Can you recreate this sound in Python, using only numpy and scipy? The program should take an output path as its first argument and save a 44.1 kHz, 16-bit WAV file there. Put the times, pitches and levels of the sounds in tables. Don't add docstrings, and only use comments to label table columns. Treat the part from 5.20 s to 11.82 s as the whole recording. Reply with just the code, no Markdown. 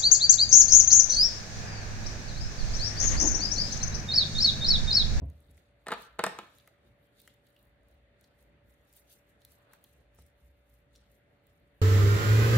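import sys
import numpy as np
from scipy import signal
from scipy.fft import rfft, irfft, next_fast_len
from scipy.io import wavfile
from scipy.ndimage import uniform_filter1d, map_coordinates

SR = 44100
rng = np.random.default_rng(int(sys.argv[2]) if len(sys.argv) > 2 else 0)


def to_linear_factor(level_db):
    exponent = np.asarray(level_db, float) / 20
    return 10 ** exponent


def dump_mix(stems):
    frames = np.atleast_2d(stems).T
    limited = np.clip(frames, -1, 1)
    pcm = np.round(limited * 32767).astype(np.int16)
    wavfile.write(sys.argv[1], SR, pcm)


N = 291774
STEP = 32

# peak_s, swish_db, swell_s (time to change 5 dB), brightness_db
THICK_STROKES = [(.11, -82, .035, -3), (.207, -81, .055, 1), (.314, -79, .025, 2), (.378, -76, .018, -5),
                 (.44, -85, .035, -9), (.614, -85.5, .03, 0), (.818, -62.5, .02, -5), (.93, -84, .03, 2),
                 (1.23, -74, .04, 0), (1.365, -70.5, .04, -2), (1.48, -78.5, .037, -4),
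                 (1.675, -81, .03, -2), (1.841, -80.5, .028, 7), (2.003, -68.5, .024, -1),
                 (2.09, -72.5, .033, -1), (2.272, -78.5, .022, 2), (2.33, -83, .04, 5),
                 (2.42, -79.5, .04, 6), (2.715, -82, .042, -1), (3.037, -78.5, .028, -3),
                 (4.223, -79, .022, -1), (4.539, -71.5, .017, 0), (4.66, -75, .03, 3),
                 (5.762, -74.5, .018, -3), (5.83, -85, .045, -9), (6.285, -83.5, .03, 0)]
# peak_s, swish_db, swell_s (time to change 5 dB), brightness_db
GLAZED_STROKES = [(3.21, -75.5, .03, 2), (3.5, -76.5, .02, 5), (3.535, -78, .024, 4), (3.62, -84, .03, 2),
                  (3.7, -74.5, .03, -1), (3.774, -60.5, .017, 4), (3.85, -82, .04, 2),
                  (3.924, -59.5, .019, 1), (4.0, -80, .025, 3), (4.1, -76.5, .023, -1),
                  (4.318, -67.5, .028, 2), (4.43, -81.5, .025, 1), (4.735, -75, .04, -1),
                  (4.958, -76.5, .014, 1), (5.004, -67.5, .017, -4), (5.066, -74.5, .02, -1),
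                  (5.21, -81, .028, 3), (5.272, -78.5, .024, 1), (5.385, -85, .03, 6), (5.5, -78, .028, 2),
                  (5.56, -77.5, .032, 6), (5.935, -76, .028, 5), (6.123, -89, .048, 5),
                  (6.353, -83, .035, 7), (6.48, -87.5, .04, 4), (6.59, -84, .03, 5)]
# frequency_hz, density_db (per Hz)
CLATTER = [(100, -13.5), (480, -1.5), (1400, 1.5), (2000, -5.5), (2800, -12), (4500, -18.5), (6000, -48.5)]
# frequency_hz, level_db (relative to mid)
DIFFUSE = [(60, -24), (110, -17), (200, -8), (380, -6.5), (700, -2), (1290, 0), (2380, -1.5), (4400, 2.5),
           (8120, 2), (15000, -21)]


def unit(x):
    return x / np.sqrt(np.mean(x ** 2) + 1e-20)


def along(points, hz):
    f, v = np.transpose(points)
    return np.interp(np.log(hz + 1), np.log(f + 1), v)


def smooth(control):
    return np.interp(np.arange(N), np.arange(len(control)) * STEP, control)


def wobble(rate_hz):
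    knots = rng.standard_normal(1000)
    return map_coordinates(knots, [np.arange(0, N, STEP) * rate_hz / SR])


def swell(peak_s, db, rise_s, fall_s):
    t = np.arange(0, N, STEP) / SR
    length = np.maximum(np.where(t < peak_s, rise_s, fall_s), 0.004)
    return db - 5 * (np.abs(t - peak_s) / length) ** 1.2


def coloured(x, points):
    m = next_fast_len(x.shape[-1])
    gain = to_linear_factor(along(points, np.fft.rfftfreq(m, 1 / SR)))
    return irfft(rfft(x, m) * gain, m)[..., :x.shape[-1]]


def spread(mid, other, side):
    s = coloured(other, side)
    return np.array([mid + s, mid - s])


def noise(spectrum, side, grit_db=0):
    m = next_fast_len(N)
    hz = np.fft.rfftfreq(m, 1 / SR)
    strength = np.minimum(rng.exponential(size=m), 6)
    grains = rng.standard_normal((2, m)) * to_linear_factor(grit_db * strength)
    mid_db = along(spectrum, hz)
    gain = to_linear_factor([mid_db, mid_db + along(side, hz)])
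    mid, edge = irfft(rfft(grains) * gain, m)[:, :N]
    return np.array([mid + edge, mid - edge]) / np.std(mid)


def patchy(x, patchy_db):
    z = signal.stft(x, nperseg=512)[2]
    field = rng.standard_normal(z.shape[1:])
    field = uniform_filter1d(field, size=5, axis=0)
    field = uniform_filter1d(field, size=12, axis=1)
    return signal.istft(z * to_linear_factor(patchy_db * unit(field)), nperseg=512)[1][:, :N]


def ring(modes, t, attack_s, scatter_db):
    hz, db, t60 = np.transpose(modes)[..., None]
    level = db + scatter_db * rng.standard_normal(db.shape)
    tones = to_linear_factor(level - 60 * t / t60) * np.sin(2 * np.pi * hz * t)
    return tones.sum(0) * (1 - np.exp(-t / attack_s))


def burst(spectrum, t, attack_s, t60_s):
    x = coloured(rng.standard_normal(len(t)), spectrum)
    x = x * to_linear_factor(-60 * t / t60_s) * (1 - np.exp(-t / attack_s))
    return x / np.abs(x).max()


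def add(track, start_s, x):
    i = round(start_s * SR)
    track[..., i:i + x.shape[-1]] += x[..., :max(N - i, 0)]


def bowl():
    # start_s, peak_db, crack_db, body_db
    contacts = [(0.661, -43, -22, -20), (0.6668, -26.5, -20, -20), (0.6823, -23, -18.5, -18),
                (0.7053, -23.5, -28.5, -16.5), (0.7169, -18.5, -22, -13.5), (0.7216, -20, -25.5, -16.5),
                (0.7251, -19.5, -30, -17), (0.7354, -26.5, -20.5, -19.5), (0.9861, -37.5, -25, -13),
                (0.9908, -17, -21, -8.5), (1.0375, -10.5, -14, -15), (1.0636, -16.5, -16.5, -14),
                (1.1867, -25.5, -18, -18), (1.4751, -53, -13, -14), (2.0766, -61, -23, -22),
                (4.534, -58, 1, -27), (4.985, -53, -26, -10.5)]
    # frequency_hz, level_db, t60_s
    board_modes = [(194.8, -17, 0.078), (483.6, -7, 0.046), (654, -3.5, 0.037), (880, -3, .026)]
    # frequency_hz, level_db, t60_s
    bowl_modes = [(1036, -3.5, .017), (1250, -2, 0.0197), (1510, -4, 0.015), (1764, -6.5, 0.024),
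                  (2150, -11, 0.011), (2860, -12, 0.011), (3670, -12.5, 0.011)]
    # frequency_hz, density_db
    crack_colour = [(2500, -42), (4000, -6), (5500, -5), (6400, -4.5), (8300, -1.5), (10000, -3.5),
                    (13000, -12), (16000, -14.5)]
    # frequency_hz, gain_db
    knock_low_cut = [(50, -18), (170, -0.5)]
    out, t = np.zeros(N), np.arange(SR // 16) / SR
    for s, db, crack_db, body_db in contacts:
        tone = ring(bowl_modes, t, 0.0006, scatter_db=2)
        tone += to_linear_factor(body_db + 12) * ring(board_modes, t, 0.001, scatter_db=2)
        crack = to_linear_factor(crack_db + 5) * burst(crack_colour, t, 0.00018, 0.011)
        clatter = burst(CLATTER, t, 0.00052, 0.059)
        add(out, s + 0.001, to_linear_factor(db) * (to_linear_factor(-3.5) * tone + to_linear_factor(-7.5) * clatter + crack))
    return coloured(out, knock_low_cut) * (out != 0)


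def counter():
    # start_s, peak_db
    bumps = [
        (0.019, -26.5),
        (0.291, -47),
        (0.374, -75),
        (4.984, -50),
        (5.283, -60),
    ]
    # frequency_hz, level_db, t60_s
    top_modes = [(72.8, -6, 0.41), (87.1, -3.5, 0.25), (128, -5, 0.18), (157.4, -7, 0.11),
                 (256, -10.5, 0.1), (481, -19.5, 0.079)]
    # frequency_hz, density_db (per Hz)
    thud_colour = [(60, -26), (150, 0.5), (300, 1), (650, -1), (1100, -21), (2500, -66)]
    out, t = np.zeros(N), np.arange(SR // 2) / SR
    for s, db in bumps:
        boom = to_linear_factor(db - 1.5) * ring(top_modes, t, 0.0049, scatter_db=0.8)
        thud = to_linear_factor(db - 16) * burst(thud_colour, t, 0.0012, 0.15)
        add(out, s, boom + thud)
    return out


def brush():
    # frequency_hz, density_db (per Hz)
    shaft_colour = [(4000, -34), (5200, -3), (6500, -2.5), (8000, -1.5), (10000, -0.5), (12000, -9),
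                    (14000, -33)]
    # frequency_hz, density_db (per Hz)
    tip_colour = [(7000, -38.5), (9500, -7), (11500, -2.5), (14000, -1), (15300, -3), (15900, -34.5)]
    # frequency_hz, density_db (per Hz)
    drag_colour = [(1500, -34), (2800, -5.5), (3700, 0), (4600, -3.5), (6000, -37)]
    s, db, length, bright_db = np.transpose(THICK_STROKES + GLAZED_STROKES)[..., None]
    drag_db = np.repeat([2, -5], [len(THICK_STROKES), len(GLAZED_STROKES)])[:, None]
    swell_db = swell(s, db - 7, length, length * 1.1)

    def press(part_db):
        strokes = np.linalg.norm(to_linear_factor(swell_db + part_db), axis=0)
        return smooth(strokes * to_linear_factor(2.5 * wobble(100)))

    shafts = press(-bright_db / 2) * noise(shaft_colour, DIFFUSE, grit_db=4)
    tips = press(bright_db / 2) * noise(tip_colour, DIFFUSE, grit_db=4.5)
    drag = press(drag_db - bright_db / 2) * noise(drag_colour, DIFFUSE, grit_db=4.5)
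    return patchy(shafts + tips + drag, patchy_db=2.5)


def faint_ticks():
    s, db, length, _ = np.repeat(THICK_STROKES + GLAZED_STROKES, 3, axis=0).T
    when, size, pitch = rng.standard_normal((len(s), 3)).T
    start_s = np.abs(s + length * when)
    level_db = -68 + (db + 75) + 3 * size
    pitch_hz = np.minimum(11500 * 2 ** (0.3 * pitch), 15000)
    return list(zip(start_s, level_db, pitch_hz))


def ticks():
    # start_s, peak_db, pitch_hz
    clear_ticks = [(0.3706, -58, 8240), (0.1006, -55, 7660), (.8215, -43, 8990), (.8505, -53, 11500),
                   (0.377, -62, 6190), (1.3506, -58, 8360), (1.3845, -50, 12770), (1.4749, -48.5, 10610),
                   (2.0006, -51, 10880), (2.0171, -43, 14640), (2.076, -47, 6150), (2.7125, -66, 7600),
                   (3.4946, -61, 11000), (5.0647, -56, 9670), (2.685, -59, 10400), (3.011, -50, 7720),
                   (3.0406, -62, 5760), (3.7282, -49.5, 10400), (3.7686, -46, 11300), (3.7363, -49.5, 6600),
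                   (4.218, -61, 5680), (4.25, -39.5, 12980), (4.3198, -48, 12300), (4.5335, -45, 14390),
                   (4.6404, -40.5, 12840), (4.9485, -59, 10600), (5.5398, -58.5, 10900),
                   (5.7531, -58, 5570), (5.9173, -54.5, 13940), (6.269, -55, 12040)]
    # start_s, peak_db
    peeling = [
        (2.268, -54),
        (2.3036, -60),
        (2.3503, -70),
        (2.3917, -57),
        (2.428, -56.5),
        (2.4536, -60),
        (2.4701, -63),
    ]
    # start_s, peak_db, pitch_hz
    smacks = [(.018, -84, 630), (.0558, -68, 10600), (0.2034, -60.5, 10900), (0.3103, -60.5, 11100),
              (5.759, -52.5, 5660), (0.3776, -56, 2000), (1.3838, -55.5, 3930), (1.3985, -55, 3800),
              (1.4748, -51, 2080), (2.0008, -53, 3700), (2.0171, -60, 3800), (2.076, -43.5, 2060),
              (2.271, -65, 4080), (2.363, -56, 2950), (3.0412, -56, 4530), (4.2176, -58, 4090),
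              (4.2485, -49.5, 4090), (4.5341, -48.5, 1554), (4.6437, -55, 3400), (5.7525, -55.5, 3600),
              (5.7588, -54, 3790)]
    out, t = np.zeros((2, N)), np.arange(SR // 50) / SR

    def place():
        return to_linear_factor(3.5 / 2 * rng.standard_normal() * np.array([[1], [-1]]))

    peel_ticks = [(s, db, 14200) for s, db in peeling]
    for s, db, hz in clear_ticks + peel_ticks + faint_ticks():
        colour = [(hz / 5, -36), (hz / 1.9, -15), (hz / 0.88, -4), (hz, 0), (hz * 1.2, -4), (hz * 2.4, -9)]
        add(out, s, to_linear_factor(db + 1) * burst(colour, t, 0.0002, 0.0067) * place())
    for s, db, hz in smacks:
        colour = [(hz / 2.2, -22), (hz / 1.12, -7), (hz, 0), (hz * 1.12, -7), (hz * 2.2, -24)]
        add(out, s, to_linear_factor(db) * burst(colour, t, 0.00057, 0.022) * place())
    return out


def spoon():
    drag_db = swell(4.54, -68.5, rise_s=0.09, fall_s=0.041)
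    return smooth(to_linear_factor(drag_db + 2.1 * wobble(60))) * noise(CLATTER, DIFFUSE, grit_db=3.5)


def walls(x):
    # frequency_hz, t60_s
    tile_decay = [(100, 0.29), (500, 0.44), (1500, .55), (4000, 0.5), (10000, 0.36)]
    # frequency_hz, level_db
    tile_colour = [(100, 1), (1000, -7.5), (4000, -0.5), (10000, -8)]
    hz, t, z = signal.stft(rng.standard_normal((2, SR * 3 // 5)), SR, nperseg=256)
    level_db = along(tile_colour, hz)[:, None] - 60 * t / along(tile_decay, hz)[:, None]
    tail = signal.istft(z * to_linear_factor(level_db), SR, nperseg=256)[1]
    delayed = np.pad(x, (250, 0))[None]
    return signal.oaconvolve(delayed, tail / np.linalg.norm(tail[0]), axes=1)


def room(steady, moving):
    out = walls(steady)[:, :N]
    hop = round(0.045 * SR)
    for i in range(0, N, hop):
        if moving[i:i + hop].any():
            add(out, i / SR, walls(moving[i:i + hop]))
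    return spread(out[0], to_linear_factor(-1.5) * out[1], DIFFUSE)


def kitchen():
    # time_s, level_db
    rumble_levels = [(0, -72), (.3, -58), (.44, -72.5), (.72, -68), (1.16, -74), (1.5, -79.5), (2.14, -78),
                     (2.5, -67), (2.75, -67), (3.11, -78.5), (3.41, -66.5), (3.72, -74.5), (4.75, -71.5),
                     (5.01, -67.5), (5.29, -65), (5.6, -68.5), (5.95, -72.5), (6.62, -72.5)]
    # frequency_hz, density_db (per Hz)
    rumble_colour = [(25, -22.5), (40, -9.5), (58, 9.5), (75, -3), (100, -16), (140, -62)]
    # frequency_hz, density_db (per Hz)
    air_colour = [(35, -30), (60, -1), (133, -1.5), (289, -10), (571, -9.5), (700, -12.5), (1000, -21.5),
                  (1900, -17), (3000, -24.5), (4600, -34.5), (5000, -45), (8200, -46.5), (12500, -48),
                  (15500, -63.5)]
    # frequency_hz, level_db (rms)
    hum_lines = [(119.6, -80), (288, -84), (468, -90), (576, -77), (2051, -93), (3597, -96), (11100, -107)]
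    time_s, level_db = np.transpose(rumble_levels)
    rumble_db = np.interp(np.arange(0, N, STEP) / SR, time_s, level_db)
    rumble = smooth(to_linear_factor(rumble_db + 1.2 * wobble(5.6))) * noise(rumble_colour, DIFFUSE)
    air = smooth(to_linear_factor(-69 + 0.6 * wobble(1.3))) * patchy(noise(air_colour, DIFFUSE), patchy_db=1.5)
    t, lines = np.arange(N) / SR, np.zeros(N)
    for hz, db in hum_lines:
        level = smooth(to_linear_factor(db + 3.5 + 0.7 * wobble(6)))
        drift = smooth(0.25 * wobble(7.1))
        lines += level * np.sin(2 * np.pi * hz * t + drift)
    return rumble + air + lines


def scene():
    # frequency_hz, level_db
    direct_side = [(100, 11), (1000, 3), (2500, 2), (5000, 8), (8000, 1.5), (12000, -15.5)]
    bumps, knocks, wet = counter(), bowl(), ticks()
    ports = np.gradient(knocks)
    near = spread(knocks, ports, direct_side) + bumps + wet + brush() + spoon()
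    echo = room(to_linear_factor(-7) * bumps + to_linear_factor(-14) * wet.mean(0), to_linear_factor(-10.5) * knocks)
    return near + echo + kitchen()


def roll_off(x):
    return signal.sosfilt(signal.butter(12, 16500, fs=SR, output="sos"), x)


def record(dry):
    # frequency_hz, gain_db
    microphone = [(25, -16.5), (45, -0.5), (15700, 0), (16300, -23)]
    mix = coloured(dry, microphone)
    return roll_off(mix)


dry = scene()
out = record(dry)
dump_mix(out)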